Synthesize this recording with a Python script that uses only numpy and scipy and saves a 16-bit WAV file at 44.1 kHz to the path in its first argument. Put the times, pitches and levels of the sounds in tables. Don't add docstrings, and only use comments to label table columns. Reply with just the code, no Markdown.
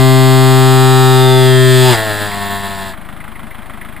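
import sys
import numpy as np
from scipy import signal
from scipy.fft import rfft, irfft
from scipy.io import wavfile
from scipy.ndimage import uniform_filter1d, map_coordinates

SR = 44100
rng = np.random.default_rng(int(sys.argv[2]) if len(sys.argv) > 2 else 0)


def to_wav(sig):
    pcm = np.clip(np.atleast_2d(sig), -1, 1) * 32767
    pcm = np.round(pcm).astype(np.int16)
    wavfile.write(sys.argv[1], SR, pcm.T)


N = 176400
TIME = np.arange(N) / SR

# t/s, f/Hz
HORN_PITCH = [(0, 130.5), (.85, 130.3), (1.5, 129.2), (1.83, 128), (1.89, 127.1), (1.928, 120.4),
              (1.96, 110.3), (2.04, 109.2), (2.135, 104.2), (2.255, 103.9), (2.33, 100.6), (2.63, 99.3),
              (2.87, 96.7), (2.93, 94.3)]
# t/s, low overtones/dB, treble/dB
HORN_LEVEL = [(0, -1.5, -16.5), (1.3, -1.5, -14.5), (1.63, 0, -14), (1.83, 0.5, -10.5), (1.905, -6, -14),
              (1.945, -14.5, -23), (2.13, -21.5, -31), (2.21, -18.5, -26.5), (2.31, -21.5, -31),
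              (2.68, -22.5, -31), (2.8, -25.5, -34.5), (2.9, -27, -35)]
# t/s, timing jitter/ms, hiss/dB
HORN_AIR = [(0, 0.0049, -29), (1.3, 0.0055, -27), (1.65, .012, -28), (1.84, .005, -23), (1.9, 0.02, -20.5),
            (1.945, 0.073, -18.5), (1.99, .018, -27), (2.2, .005, -28), (2.32, 0.018, -29.5),
            (2.5, .004, -33), (2.9, .009, -35)]
FULL_DB = [2, -4.5, -4, -33, -10, -11, -16, -12.5, -15.5, -24, -29, -22.5, -21, -29, -19.5, -18]
EASING_DB = [1, -8.5, -2.5, -25.5, -23, -6.5, -12, -15.5, -14.5, -11, -19, -24, -19.5, -16, -26, -29]
SAGGING_DB = [0.5, -9.5, -0.5, -18.5, -11, -10.5, -10, -27, -20.5, -14.5, -33, -21, -26, -24, -21.5, -18.5]
STRAINED_DB = [1.5, -10, -0.5, -24, -11.5, -27, -22.5, -18.5, -24, -17.5, -23, -22, -15.5, -11, -19, -24]
SLACK_DB = [0, -13.5, -6.5, -4.5, -9, -3, -8, -6.5, -11, -8, -29, -9.5, -7.5, -10.5, -6.5, -2, -2, -7,
            -11.5]
SPENT_DB = [-3, -1.5, -16, -5, -21, -15, 1.5, -12, -3.5, -3, -2.5, -21, -11, -14, -9.5, -13, -6.5, -1.5, -8,
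            -11, -12]
# t/s, register
REGISTER_PATH = [(.15, 0), (1.05, 1), (1.35, 2), (1.6, 3), (1.7, 3), (1.89, 2.5), (1.96, 4), (2.25, 4),
                 (2.32, 5)]
# f/Hz, relative level/dB
BLARE_TREBLE = [(2190, -16), (2560, -2), (2980, -7.5), (3340, -4.5), (3950, -4.5), (4980, -6), (5840, -28),
                (6950, -10), (7900, -10), (8550, -9.5), (9290, -15), (15300, -16)]
BUZZ_TREBLE = [(2000, 0), (2370, -13), (2700, 1), (2960, -14), (3350, -4.5), (4080, -2), (4900, -13.5),
               (5800, -42), (7200, -10), (9400, -14), (10300, -5.5), (12000, -27.5), (13700, -6.5),
               (15300, -17)]
# t/s, f/Hz, added level/dB
TREBLE_RING = [(.5, 4330, 3.5), (.95, 3890, 1), (1.27, 3630, 10.5), (1.52, 3216, 7), (1.82, 3300, 9),
               (1.93, 3340, -17)]
# f/Hz, relative level/dB
HISS_SPECTRUM = [(200, -2.5), (480, -7), (750, 0), (1300, -4.5), (1800, -1), (2500, -6), (3500, -2.5),
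                 (4900, -6.5), (6000, -19), (7800, -4.5), (9400, -18), (12000, -26), (14000, -53)]
# t/s, half length/s, f/Hz, width/Hz, added level/dB
HORN_FLARES = [(1.45, 0.42, 8540, 900, 0), (1.6, 0.97, 4846, 110, 0), (1.893, 0.053, 845, 170, 8.5),
               (2.05, 0.059, 650, 80, 2), (2.26, 0.82, 3340, 65, 0)]

# boom/dB, clatter/dB, tick/dB
CYLINDER_LEVELS = [(-50, -36.5, -42.5), (-45, -30, -39.5), (-29, -33, -40.5), (-54, -34, -42)]
# f/Hz, relative level/dB
CLATTER_SPECTRUM = [(500, -33), (750, -3), (1250, 4.5), (1600, -0.5), (2100, 1), (2700, -12.5), (5000, -42)]
TICK_SPECTRUM = [(1200, -27), (2600, -5), (3300, 3.5), (4200, -12.5), (6000, -28), (8700, -8), (10300, -5),
                 (12000, -20), (14000, -4), (15300, -15)]
# f/Hz, relative level/dB
WASH_SPECTRUM = [(60, -32), (150, 8), (340, 2.5), (470, -9), (640, 2), (2100, -6.5), (2700, -13),
                 (4000, -19.5), (6000, -33.5), (10000, -18.5), (12000, -28), (14000, -23)]
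# t/s, level/dB
CLANK_HITS = [(2.312, -21), (3.201, -30.5), (3.354, -30.5), (3.505, -29.5), (3.81, -27.5), (3.961, -29)]
# f/Hz, width/Hz, gain/dB
METAL_MODES = [(1990, 450, -2), (10040, 440, -15.5), (14000, 600, -17)]

TREBLE_FROM_HZ, CUTOFF_HZ = 2150, 15400


def horn():
    stop_s, release_s, sputter_db = 2.885, 0.067, 1.65
    hz, = in_time(HORN_PITCH)
    low_db, treble_db = in_time(HORN_LEVEL)
    jitter_ms, hiss_db = in_time(HORN_AIR)
    slip_s = jitter_ms / 1000 * drift(rate_hz=310)
    cycles = np.cumsum(hz) / SR + hz * slip_s
    opening = -np.cos(2 * np.pi * cycles)
    low_heights, treble_heights = overtones()
    low = from_db(low_db) * play(low_heights, cycles)
    treble = from_db(treble_db) * play(treble_heights, cycles) * unit_rms(1 + 0.25 * opening)
    sputter = from_db(sputter_db * broken() * drift(rate_hz=15))
    hiss = from_db(hiss_db) * noise(HISS_SPECTRUM) * unit_rms(1 + 0.12 * opening)
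    release = np.clip(1 - (TIME - stop_s) / release_s, 0, 1)
    return flare(sputter * (low + treble) + hiss) * release


def overtones(count=165, moments=200):
    ring_width_hz, smear_from_hz, smear_full_hz = 108, 330, 740
    ripple_db, ripple_rad, ripple_spacing_hz = 3.5, 0.44, 127
    t = np.linspace(0, N / SR, moments)
    hz = np.arange(1, count + 1)[:, None] * in_time(HORN_PITCH, t)[0]
    register, = in_time(REGISTER_PATH, t)
    low = 0
    for index, levels_db in enumerate((FULL_DB, EASING_DB, SAGGING_DB, STRAINED_DB, SLACK_DB, SPENT_DB)):
        heights = np.pad(from_db(levels_db), (0, count - len(levels_db)))
        low = low + unit_power(heights[:, None]) * np.maximum(1 - abs(register - index), 0)
    dying = broken(t)
    treble = from_db((1 - dying) * at_hz(BLARE_TREBLE, hz) + dying * at_hz(BUZZ_TREBLE, hz))
    treble *= (hz > TREBLE_FROM_HZ) & (hz < CUTOFF_HZ)
    ring_hz, ring_db = in_time(TREBLE_RING, t)
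    treble *= 1 + from_db(ring_db) / (1 + (2 * (hz - ring_hz) / ring_width_hz) ** 2)
    swell, turn = drift(1 / ripple_spacing_hz, 1, (2, SR))[:, hz.astype(int)]
    treble *= from_db(ripple_db * swell)
    smear = np.clip((hz[:, :1] - smear_from_hz) / (smear_full_hz - smear_from_hz), 0, 1)
    phase = smear * (rng.uniform(-np.pi, np.pi, (count, 1)) + ripple_rad * turn) - np.pi / 2
    return [unit_power(part) * np.exp(1j * phase) for part in (low, treble)]


def broken(t=TIME):
    return np.clip(in_time(REGISTER_PATH, t)[0] - 3, 0, 1)


def flare(plain):
    out = plain
    for at_s, half_s, hz, width_hz, gain_db in HORN_FLARES:
        swell = np.exp(-((TIME - at_s) / half_s) ** 2)
        out = out + from_db(gain_db) * swell * resonate(plain, hz, width_hz)
    return out


def diesel():
    firing_s, interval_s, knock_lead_s = 3.2128, .03803, 0.013
    knock_rise_s, knock_decay_s, slap_after_s = 0.0045, 0.0085, 0.0079
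    boom_hz, wash_db = 224, -36.5
    thump_db, thump_width_s, low_cut_hz = -26.5, 0.0015, 13
    boom_db, clatter_db, tick_db = np.transpose(CYLINDER_LEVELS)
    ages = (TIME - firing_s + knock_lead_s - np.arange(4)[:, None] * interval_s) % (4 * interval_s)
    booms = burst(ages, rise_s=0.011, decay_s=0.017) * np.sin(2 * np.pi * boom_hz * ages)
    slaps = .6 * burst(ages - slap_after_s, knock_rise_s, knock_decay_s)
    knocks = np.hypot(burst(ages, knock_rise_s, knock_decay_s), slaps)
    wash = from_db(wash_db) * noise(WASH_SPECTRUM)
    clatter = noise(CLATTER_SPECTRUM) * (from_db(clatter_db) @ knocks)
    ticks = noise(TICK_SPECTRUM) * (from_db(tick_db) @ knocks)
    from_firing_s = (((TIME - firing_s) / interval_s + .5) % 1 - .5) * interval_s
    pulses = np.exp(-.5 * (from_firing_s / thump_width_s) ** 2)
    thumps = signal.lfilter(*signal.butter(1, low_cut_hz, "high", fs=SR), pulses - pulses.mean())
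    return wash + from_db(boom_db) @ booms + clatter + ticks + from_db(thump_db) * thumps


def clanks():
    hits = sum(from_db(db) * burst(TIME - at_s, rise_s=0.0047, decay_s=0.011) for at_s, db in CLANK_HITS)
    chatter = hits * rng.standard_normal(N)
    out = 0
    for hz, width_hz, db in METAL_MODES:
        mode = signal.butter(2, [hz - width_hz / 2, hz + width_hz / 2], "band", fs=SR, output="sos")
        out = out + from_db(db) * np.sqrt(SR / 2 / width_hz) * signal.sosfilt(mode, chatter + 1e-18)
    return out


def from_db(db):
    return 10 ** (np.asarray(db) / 20)


def unit_rms(x):
    return x / np.sqrt(np.mean(x ** 2) + 1e-20)


def unit_power(heights):
    return heights / np.sqrt(np.sum(heights ** 2, axis=0) / 2 + 1e-20)


def in_time(rows, t=TIME):
    times, *columns = np.transpose(rows)
    return [np.interp(t, times, column) for column in columns]


def at_hz(spectrum, hz):
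    points_hz, db = np.transpose(spectrum)
    return np.interp(np.log(hz + 1e-9), np.log(points_hz), db)


def noise(spectrum):
    hz = np.arange(N // 2 + 1) * SR / N + 1e-3
    skirts = 1 / (1 + (hz / spectrum[-1][0] / 2) ** 4) / (1 + (spectrum[0][0] / hz / 2) ** 4)
    return unit_rms(irfft(rfft(rng.standard_normal(N)) * skirts * from_db(at_hz(spectrum, hz)), N))


def drift(rate_hz, steps_per_s=SR, shape=(N,)):
    length = shape[-1]
    hz = np.arange(length + 1) * steps_per_s / (2 * length)
    white = rng.standard_normal(shape[:-1] + (2 * length,))
    return unit_rms(irfft(rfft(white) / (1 + (hz / rate_hz) ** 2))[..., :length])


def play(heights, cycles, size=2048):
    shapes = irfft(np.pad(heights, ((1, 0), (0, 0))), size, axis=0) * size / 2
    moments = np.linspace(0, heights.shape[1] - 1, N)
    return map_coordinates(np.vstack([shapes, shapes[:1]]), [cycles % 1 * size, moments], order=1)


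def burst(age, rise_s, decay_s):
    return np.clip(age / rise_s, 0, 1) * np.exp(-np.maximum(age - rise_s, 0) / decay_s)


def resonate(x, hz, width_hz):
    return signal.lfilter(*signal.iirpeak(hz, hz / width_hz, fs=SR), x)


def scene():
    bass_below_hz = 143
    car = horn() + diesel() + clanks()
    bass = signal.lfilter(*signal.butter(1, bass_below_hz, fs=SR), car)
    return np.array([car + bass, car - bass])


def record(dry):
    limit_db, window_s, left_offset = -6.5, 0.032, .045
    window = int(window_s * SR)
    power = uniform_filter1d(dry.mean(axis=0) ** 2, window)
    excess = np.maximum(power / from_db(limit_db) ** 2, 1)
    gain = uniform_filter1d(1 / np.sqrt(excess), window)
    limited = gain * dry + np.array([[left_offset], [0]])
    clipped = limited / (1 + limited ** 20) ** (1 / 20)
    notched = clipped - 0.17 * resonate(clipped, hz=6200, width_hz=860)
    return signal.sosfilt(signal.ellip(12, .1, 70, CUTOFF_HZ, fs=SR, output="sos"), notched)


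dry = scene()
out = record(dry)
to_wav(out)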